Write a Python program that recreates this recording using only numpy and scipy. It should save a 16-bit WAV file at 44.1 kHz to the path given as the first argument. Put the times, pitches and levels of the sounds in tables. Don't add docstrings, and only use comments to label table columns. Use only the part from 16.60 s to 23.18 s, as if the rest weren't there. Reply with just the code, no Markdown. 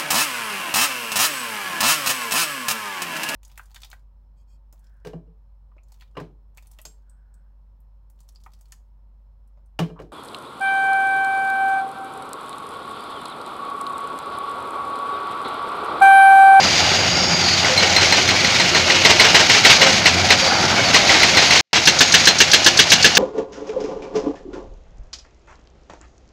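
import sys
import numpy as np
from scipy import signal
from scipy.fft import rfft, irfft
from scipy.io import wavfile
from scipy.ndimage import uniform_filter1d, minimum_filter1d, map_coordinates

SR = 44100
rng = np.random.default_rng(int(sys.argv[2]) if len(sys.argv) > 2 else 0)


def dump(signal):
    limited = np.clip(np.atleast_2d(signal).T, -1, 1)
    pcm = np.round(limited * 32767).astype(np.int16)
    wavfile.write(sys.argv[1], SR, pcm)


N = 290178
TIME = np.arange(N) / SR
PAUSE_START_S, PAUSE_END_S = 5.010, 5.131

# (time [s], crash level [dB], bounce level [dB], chisel level [dB])
LOOSE_BLOWS = [(1.046, -7.5, -15, -27), (1.177, -18, -5.5, -8), (1.3637, -4.5, -4.5, -8),
               (1.524, -6.5, -7.5, -9.5), (1.689, -6.5, -22, -14), (1.846, -8.5, -12, -15),
               (1.9989, -6, -12, -14), (2.148, -5.5, -13, -15), (2.2991, -3.5, -5, -19),
               (2.4495, 1.5, 1.5, -12), (2.5968, 2.5, -0.5, -7.5), (2.7453, 1, -1.5, -14),
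               (2.8972, -1, -4.5, -15), (3.0488, 4.5, 3, -10), (3.2153, 0.5, -3, -13),
               (3.4571, 0.5, -36, -12), (3.704, 0, -25, -11), (4.344, -0.5, -14, -12),
               (4.4932, -3, -4, -21), (4.6312, -2.5, -11, -13), (4.7706, -3, -6, -10), (4.907, -3, -4, -17),
               (5.109, -1, -1.5, -26)]
def breaker():
    loose_s, loose_db, bounce_db, chisel_db = np.transpose(LOOSE_BLOWS)
    pressed_s, pressed_db = pressed_blows()
    loose = bursts(loose_s, loose_db - 10.5, t60_s=0.13, rise_s=0.0015, hold_s=0.023)
    pressed = bursts(pressed_s, pressed_db - 0.5, t60_s=0.12, rise_s=0.00028, hold_s=0.013)
    rattle = bursts(loose_s + 0.044, bounce_db - 9, t60_s=0.15, rise_s=0.0038, hold_s=0.016)
    sound = rock_crash(np.hypot(loose, rattle), pressed)
    sound += knocks(loose_s, loose_db - 4, 2397, 1820, glide_s=0.0037, rise_s=0.0011, decay_s=0.01)
    sound += knocks(pressed_s, pressed_db + 1, 1880, 1513, glide_s=0.0027, rise_s=0.0015, decay_s=0.0077)
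    sound += chisel(loose_s, chisel_db, pressed_s)
    return sound + housing(loose_s, loose_db, pressed_s, pressed_db, rattle)


def pressed_blows():
    start_s, beat_s, shortening_s = 5.2729, 0.13393, 0.00094
    blow = np.arange(11)
    return start_s + beat_s * blow - shortening_s * blow * (blow - 1) / 2, -6.5 + 0.22 * blow


# (frequency [Hz], level when loose [dB], level when pressed [dB])
CRASH_TONE = [(40, -50, -40), (160, -5.5, -3.5), (400, -5, -4.5), (875, 0.5, -7.5), (1290, -3, -8),
              (1820, 1.5, 1), (2070, 4, -2.5), (2970, 2, 1), (4050, -1, 0), (5470, -1.5, -2.5),
              (6320, -6, -2), (8310, -16.5, -17), (9700, -58, -34), (15000, -56, -37)]
def rock_crash(loose_loudness, pressed_loudness):
    loose = coloured(grit(spread_db=1, rate_hz=130), CRASH_TONE, column=1)
    pressed = coloured(grit(spread_db=1.5, rate_hz=91), CRASH_TONE, column=2)
    return loose_loudness * loose + pressed_loudness * pressed


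def knocks(times, level_db, start_hz, end_hz, glide_s, rise_s, decay_s):
    age = np.arange(SR // 10) / SR
    hz = end_hz + (start_hz - end_hz) * np.exp(-age / glide_s)
    swell = (1 - np.exp(-age / rise_s)) * np.exp(-(age / decay_s) ** 2)
    knock = swell * np.sin(2 * np.pi * np.cumsum(hz) / SR)
    return signal.fftconvolve(clicks(times, level_db), knock)[:N]


# (pitch [Hz], level [dB], ring time [s])
CHISEL_NOTES = [(4141, -1, .19), (4185, -5, .1), (8245, -21, .1), (10126, -33, .1), (11752, -35, .1),
                (13419, -32, .1)]
def chisel(loose_s, loose_db, pressed_s):
    sound = np.zeros(N)
    for hz, db, t60_s in CHISEL_NOTES:
        hits = clicks(loose_s, loose_db) + strikes(pressed_s, level_db=-14.5, scatter_db=4)
        sound += from_db(db) * ring(hits, hz, t60_s)
    return sound


# (pitch [Hz], level when loose [dB], level when pressed [dB], ring time [s])
HOUSING_NOTES = [(170, -23, -21, .16), (335, -16, -17, .1), (440, -9, -13, .1), (930, -11, -14, .06),
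                 (1610, -10, -14, .08), (1717, -24, -5.5, .12), (1860, -6, -8, .05), (2190, -8, -10, .1),
                 (2675, -16, -5, .09), (2754, -14, -4, .1), (2855, -6, -16, .1), (2935, -18, -6, .09),
                 (3290, -16, -4.5, .08), (3600, -16, -5, .08), (3890, -5, -14, .06), (4915, -16, -7, .08),
                 (5470, -11, -16, .07), (6191, -18, -8, .09)]
def housing(loose_s, loose_db, pressed_s, pressed_db, rattle):
    chatter = 0.036 * rattle * rng.standard_normal(N)
    sound = np.zeros(N)
    for hz, note_loose_db, note_pressed_db, t60_s in HOUSING_NOTES:
        loose = from_db(note_loose_db) * (strikes(loose_s, loose_db - 8.5, scatter_db=2.5) + chatter)
        pressed = strikes(pressed_s, pressed_db + note_pressed_db + 1, scatter_db=3)
        sound += ring(loose + pressed, hz, t60_s)
    return sound


# (frequency [Hz], level [dB])
VALVE_TONE = [(300, -29), (2000, -16), (4200, 17), (6300, 15), (8000, -1.5), (15000, -29)]
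def valve():
    pressed_s, _ = pressed_blows()
    ticks = bursts(pressed_s - 0.019, level_db=-11, t60_s=0.05, rise_s=0.00091, hold_s=0.007)
    return ticks * coloured(rng.standard_normal(N), VALVE_TONE)


# (time [s], exhaust level [dB], clatter level [dB], rubble level [dB])
WORK_BEFORE = [(0.0, -29, -23, -15), (0.29, -29.5, -21, -15), (0.57, -29, -25.5, -18),
               (1.48, -30, -23.5, -14.5), (1.82, -28, -23.5, -16), (2.37, -32, -23, -16),
               (3.1, -26.5, -22.5, -12), (3.25, -26.5, -20.5, -14.5), (3.82, -29.5, -22.5, -16.5),
               (4.14, -25.5, -22, -17), (4.4, -29.5, -20.5, -14.5), (4.8, -29.5, -18, -11)]
WORK_AFTER = [(5.2, -34, -28, -16.5), (6.58, -32.5, -25.5, -17)]
def quarry_work():
    exhaust_db, clatter_db, rubble_db = in_time(np.vstack([WORK_BEFORE, WORK_AFTER]))
    return engines(exhaust_db, clatter_db) + rubble(rubble_db) + tracks()


# (time [s], level [dB])
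DRONE_LEVELS = [(0, -33.5), (2.7, -36.5), (3.1, -46), (3.45, -39), (3.6, -25), (3.78, -43), (4.02, -34),
                (4.9, -39)]
# (pitch [times the firing rate], level [dB])
DRONE_NOTES = [(5 / 6, -10.5), (0.97, 0), (2, -5.5), (4, -8.5)]
# (frequency [Hz], level [dB])
EXHAUST_TONE = [(20, -1.5), (32, -2), (48, -19), (62, -21), (78, -3.5), (110, 3.5), (170, 2.5), (235, 2),
                (280, -2.5), (400, -22), (900, -50)]
CLATTER_TONE = [(120, -43), (300, -1), (450, -2), (750, 5.5), (1100, -3.5), (1500, 1), (2500, -14),
                (6000, -55)]
def engines(exhaust_db, clatter_db):
    drone_db, = in_time(DRONE_LEVELS)
    firing_hz = 90.5 * (1 + 0.055 * drift(16))
    phase = 2 * np.pi * np.cumsum(firing_hz) / SR
    drone = sum(from_db(db + 2.9 * drift(10)) * np.sin(multiple * phase + rng.uniform(0, 2 * np.pi))
                for multiple, db in DRONE_NOTES)
    exhaust = coloured(grit(spread_db=1, rate_hz=25), EXHAUST_TONE)
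    firing_pulse = 1 + 0.38 * np.cos(phase)
    clatter = coloured(grit(spread_db=2.5, rate_hz=12) * firing_pulse, CLATTER_TONE)
    after_pause = TIME > PAUSE_START_S
    sound = from_db(drone_db + 2.5 - 2 * after_pause) * rms_one(drone)
    sound += from_db(exhaust_db - 0.64) * exhaust + from_db(clatter_db - 0.8) * clatter
    return sound + from_db(-2.5 * after_pause) * panels()


# (pitch [Hz], spread of pitch [Hz], level [dB])
PANEL_NOTES = [(165.4, 13, -41), (343.3, 8.3, -44.5), (363.4, 28, -37.5), (532.4, 9.5, -39),
               (625, 21, -40.5), (737, 155, -38), (812, 47, -39.5), (1170, 27, -47), (1417, 100, -37),
               (2260, 280, -34.5), (2860, 180, -31)]
def panels():
    sound = np.zeros(N)
    for hz, width_hz, db in PANEL_NOTES:
        loudness = from_db(db + 4 * drift(2.4))
        t60_s = np.log(1000) / np.pi / width_hz
        sound += loudness * rms_one(ring(rng.standard_normal(N), hz, t60_s))
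    return sound


# (frequency [Hz], level [dB])
RUBBLE_TONE = [(600, -10), (1200, -5), (1600, -3.5), (2200, 5), (2800, 1), (3400, 1.5), (4600, 3),
               (5800, -0.5), (6600, -1), (7300, -10.5), (8800, -24), (11000, -26.5), (15000, -41.5)]
def rubble(level_db):
    rush = coloured(grit(spread_db=1, rate_hz=77) * from_db(1.64 * drift(18)), RUBBLE_TONE)
    return from_db(level_db - 2.5) * rush + from_db(level_db - 14.5) * stones(per_s=300, size_db=0.5)


def stones(per_s, size_db):
    count = int(per_s * N / SR)
    landings = rng.integers(0, N, count)
    sizes = from_db(size_db * np.minimum(rng.exponential(1, count), 3)) * rng.choice([-1, 1], count)
    pitches = np.geomspace(1400, 5600, num=24)
    chosen = rng.integers(0, len(pitches), count)
    sound = np.zeros(N)
    for index, hz in enumerate(pitches):
        hits = np.bincount(landings, sizes * (chosen == index), N)
        sound += ring(hits, hz, t60_s=0.025) * np.sqrt(hz)
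    return rms_one(sound)


# (middle time [s], fade on each side [s], pitch [Hz], level [dB])
TRACK_SQUEALS = [(.2, 0.77, 4800, -25), (.55, 0.85, 6680, -30.5), (0.627, 0.21, 5400, -26),
                 (0.716, 0.6, 4794, -21.5), (0.906, .14, 4390, -22.5), (1.108, 0.061, 521, -20.5),
                 (1.213, .07, 2220, -20), (2.26, 0.027, 605, -23.5), (3.24, 0.089, 534, -22.5),
                 (3.62, 0.24, 726, -28.5), (3.773, 0.16, 538, -24.5), (3.882, 0.26, 4680, -24.5),
                 (4.214, .06, 2228, -20), (4.274, 0.041, 4540, -20.5), (5.528, .26, 6570, -29)]
def tracks(ring_cycles=72):
    sound = np.zeros(N)
    wavering_s = TIME + np.cumsum(0.006 * drift(9)) / SR
    for middle_s, fade_s, hz, db in TRACK_SQUEALS:
        near = np.abs(TIME - middle_s) < fade_s
        t60_s = ring_cycles / hz
        note = ring(ring(rng.standard_normal(N), hz, t60_s), hz, t60_s)
        squeal = rms_one(map_coordinates(note, [wavering_s[near] * SR], order=3))
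        swell = np.cos(np.pi / 2 * (TIME[near] - middle_s) / fade_s) ** 2
        sound[near] += from_db(db) * squeal * swell
    return sound


def cliffs(x, echo_db, dull_hz):
    dull = signal.sosfilt(signal.butter(1, dull_hz, fs=SR, output="sos"), x)
    delays = (rng.uniform(0.065, 0.11, size=6) * SR).astype(int)
    return from_db(echo_db) * sum(np.pad(dull, (delay, 0))[:N] for delay in delays)


def dips(depth_db, lead_s, width_s):
    times, crash_db = np.transpose(LOOSE_BLOWS)[:2]
    heavy_s = np.append(times[crash_db > np.median(crash_db)], pressed_blows()[0])
    return from_db(-depth_db * sum(np.exp(-((TIME - at + lead_s) / width_s) ** 2) for at in heavy_s))


def from_db(db):
    return 10 ** (np.asarray(db) / 20)


def rms_one(x):
    return x / np.sqrt(np.mean(x ** 2) + 1e-20)


def in_time(rows):
    times, *columns = np.transpose(rows)
    return [np.interp(TIME, times, column) for column in columns]


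def drift(rate_hz):
    hz = np.arange(N // 2 + 1) * SR / N
    return rms_one(irfft(rfft(rng.standard_normal(N)) / (1 + (hz / rate_hz) ** 2), N))


def coloured(x, tone, column=1):
    table = np.array(tone)
    hz = np.maximum(np.arange(N // 2 + 1) * SR / N, 1)
    level_db = np.interp(np.log(hz), np.log(table[:, 0]), table[:, column])
    return rms_one(irfft(rfft(x) * from_db(level_db), N))


def grit(spread_db, rate_hz):
    return rng.standard_normal(N) * from_db(spread_db * drift(rate_hz))


def ring(x, hz, t60_s):
    decay, step = from_db(-60 / (t60_s * SR)), 2 * np.pi * hz / SR
    return signal.lfilter([0, np.sin(step)], [1, -2 * decay * np.cos(step), decay * decay], x + 1e-18)


def clicks(times, level_db):
    sound = np.zeros(N)
    sound[np.clip(np.round(times * SR).astype(int), 0, N - 1)] = from_db(level_db)
    return sound


def strikes(times, level_db, scatter_db):
    return clicks(times, level_db + scatter_db * rng.standard_normal(len(times)))


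def bursts(times, level_db, t60_s, rise_s, hold_s):
    age = np.arange(SR // 2) / SR
    shape = (1 - np.exp(-age / rise_s)) * np.exp(-np.log(1000) * np.maximum(age - hold_s, 0) / t60_s)
    return np.sqrt(np.abs(signal.fftconvolve(clicks(times, level_db) ** 2, shape ** 2)[:N]))


def limiter(x, threshold_db, share):
    peak = -minimum_filter1d(-np.abs(x), size=66)
    excess = np.maximum(peak / from_db(threshold_db), 1)
    return x * uniform_filter1d(excess ** -share, size=66)


def scene():
    hammer = breaker() + valve()
    background = quarry_work() + cliffs(hammer, echo_db=-32.5, dull_hz=2370)
    return (hammer + background * dips(depth_db=3, lead_s=0.019, width_s=0.006))[None]


def record(dry):
    held = limiter(dry, threshold_db=2.5, share=0.67)
    ceiling = from_db(-0.3)
    clipped = held / (1 + np.abs(held / ceiling) ** 12) ** (1 / 12)
    thinned = signal.sosfilt(signal.butter(2, 52, "high", fs=SR, output="sos"), clipped)
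    running = (TIME < PAUSE_START_S) | (TIME > PAUSE_END_S)
    heard = thinned * np.where(running, 1, from_db(-66))
    return signal.sosfilt(signal.ellip(10, 0.1, 70, 15600, fs=SR, output="sos"), heard)


dry = scene()
out = record(dry)
dump(out)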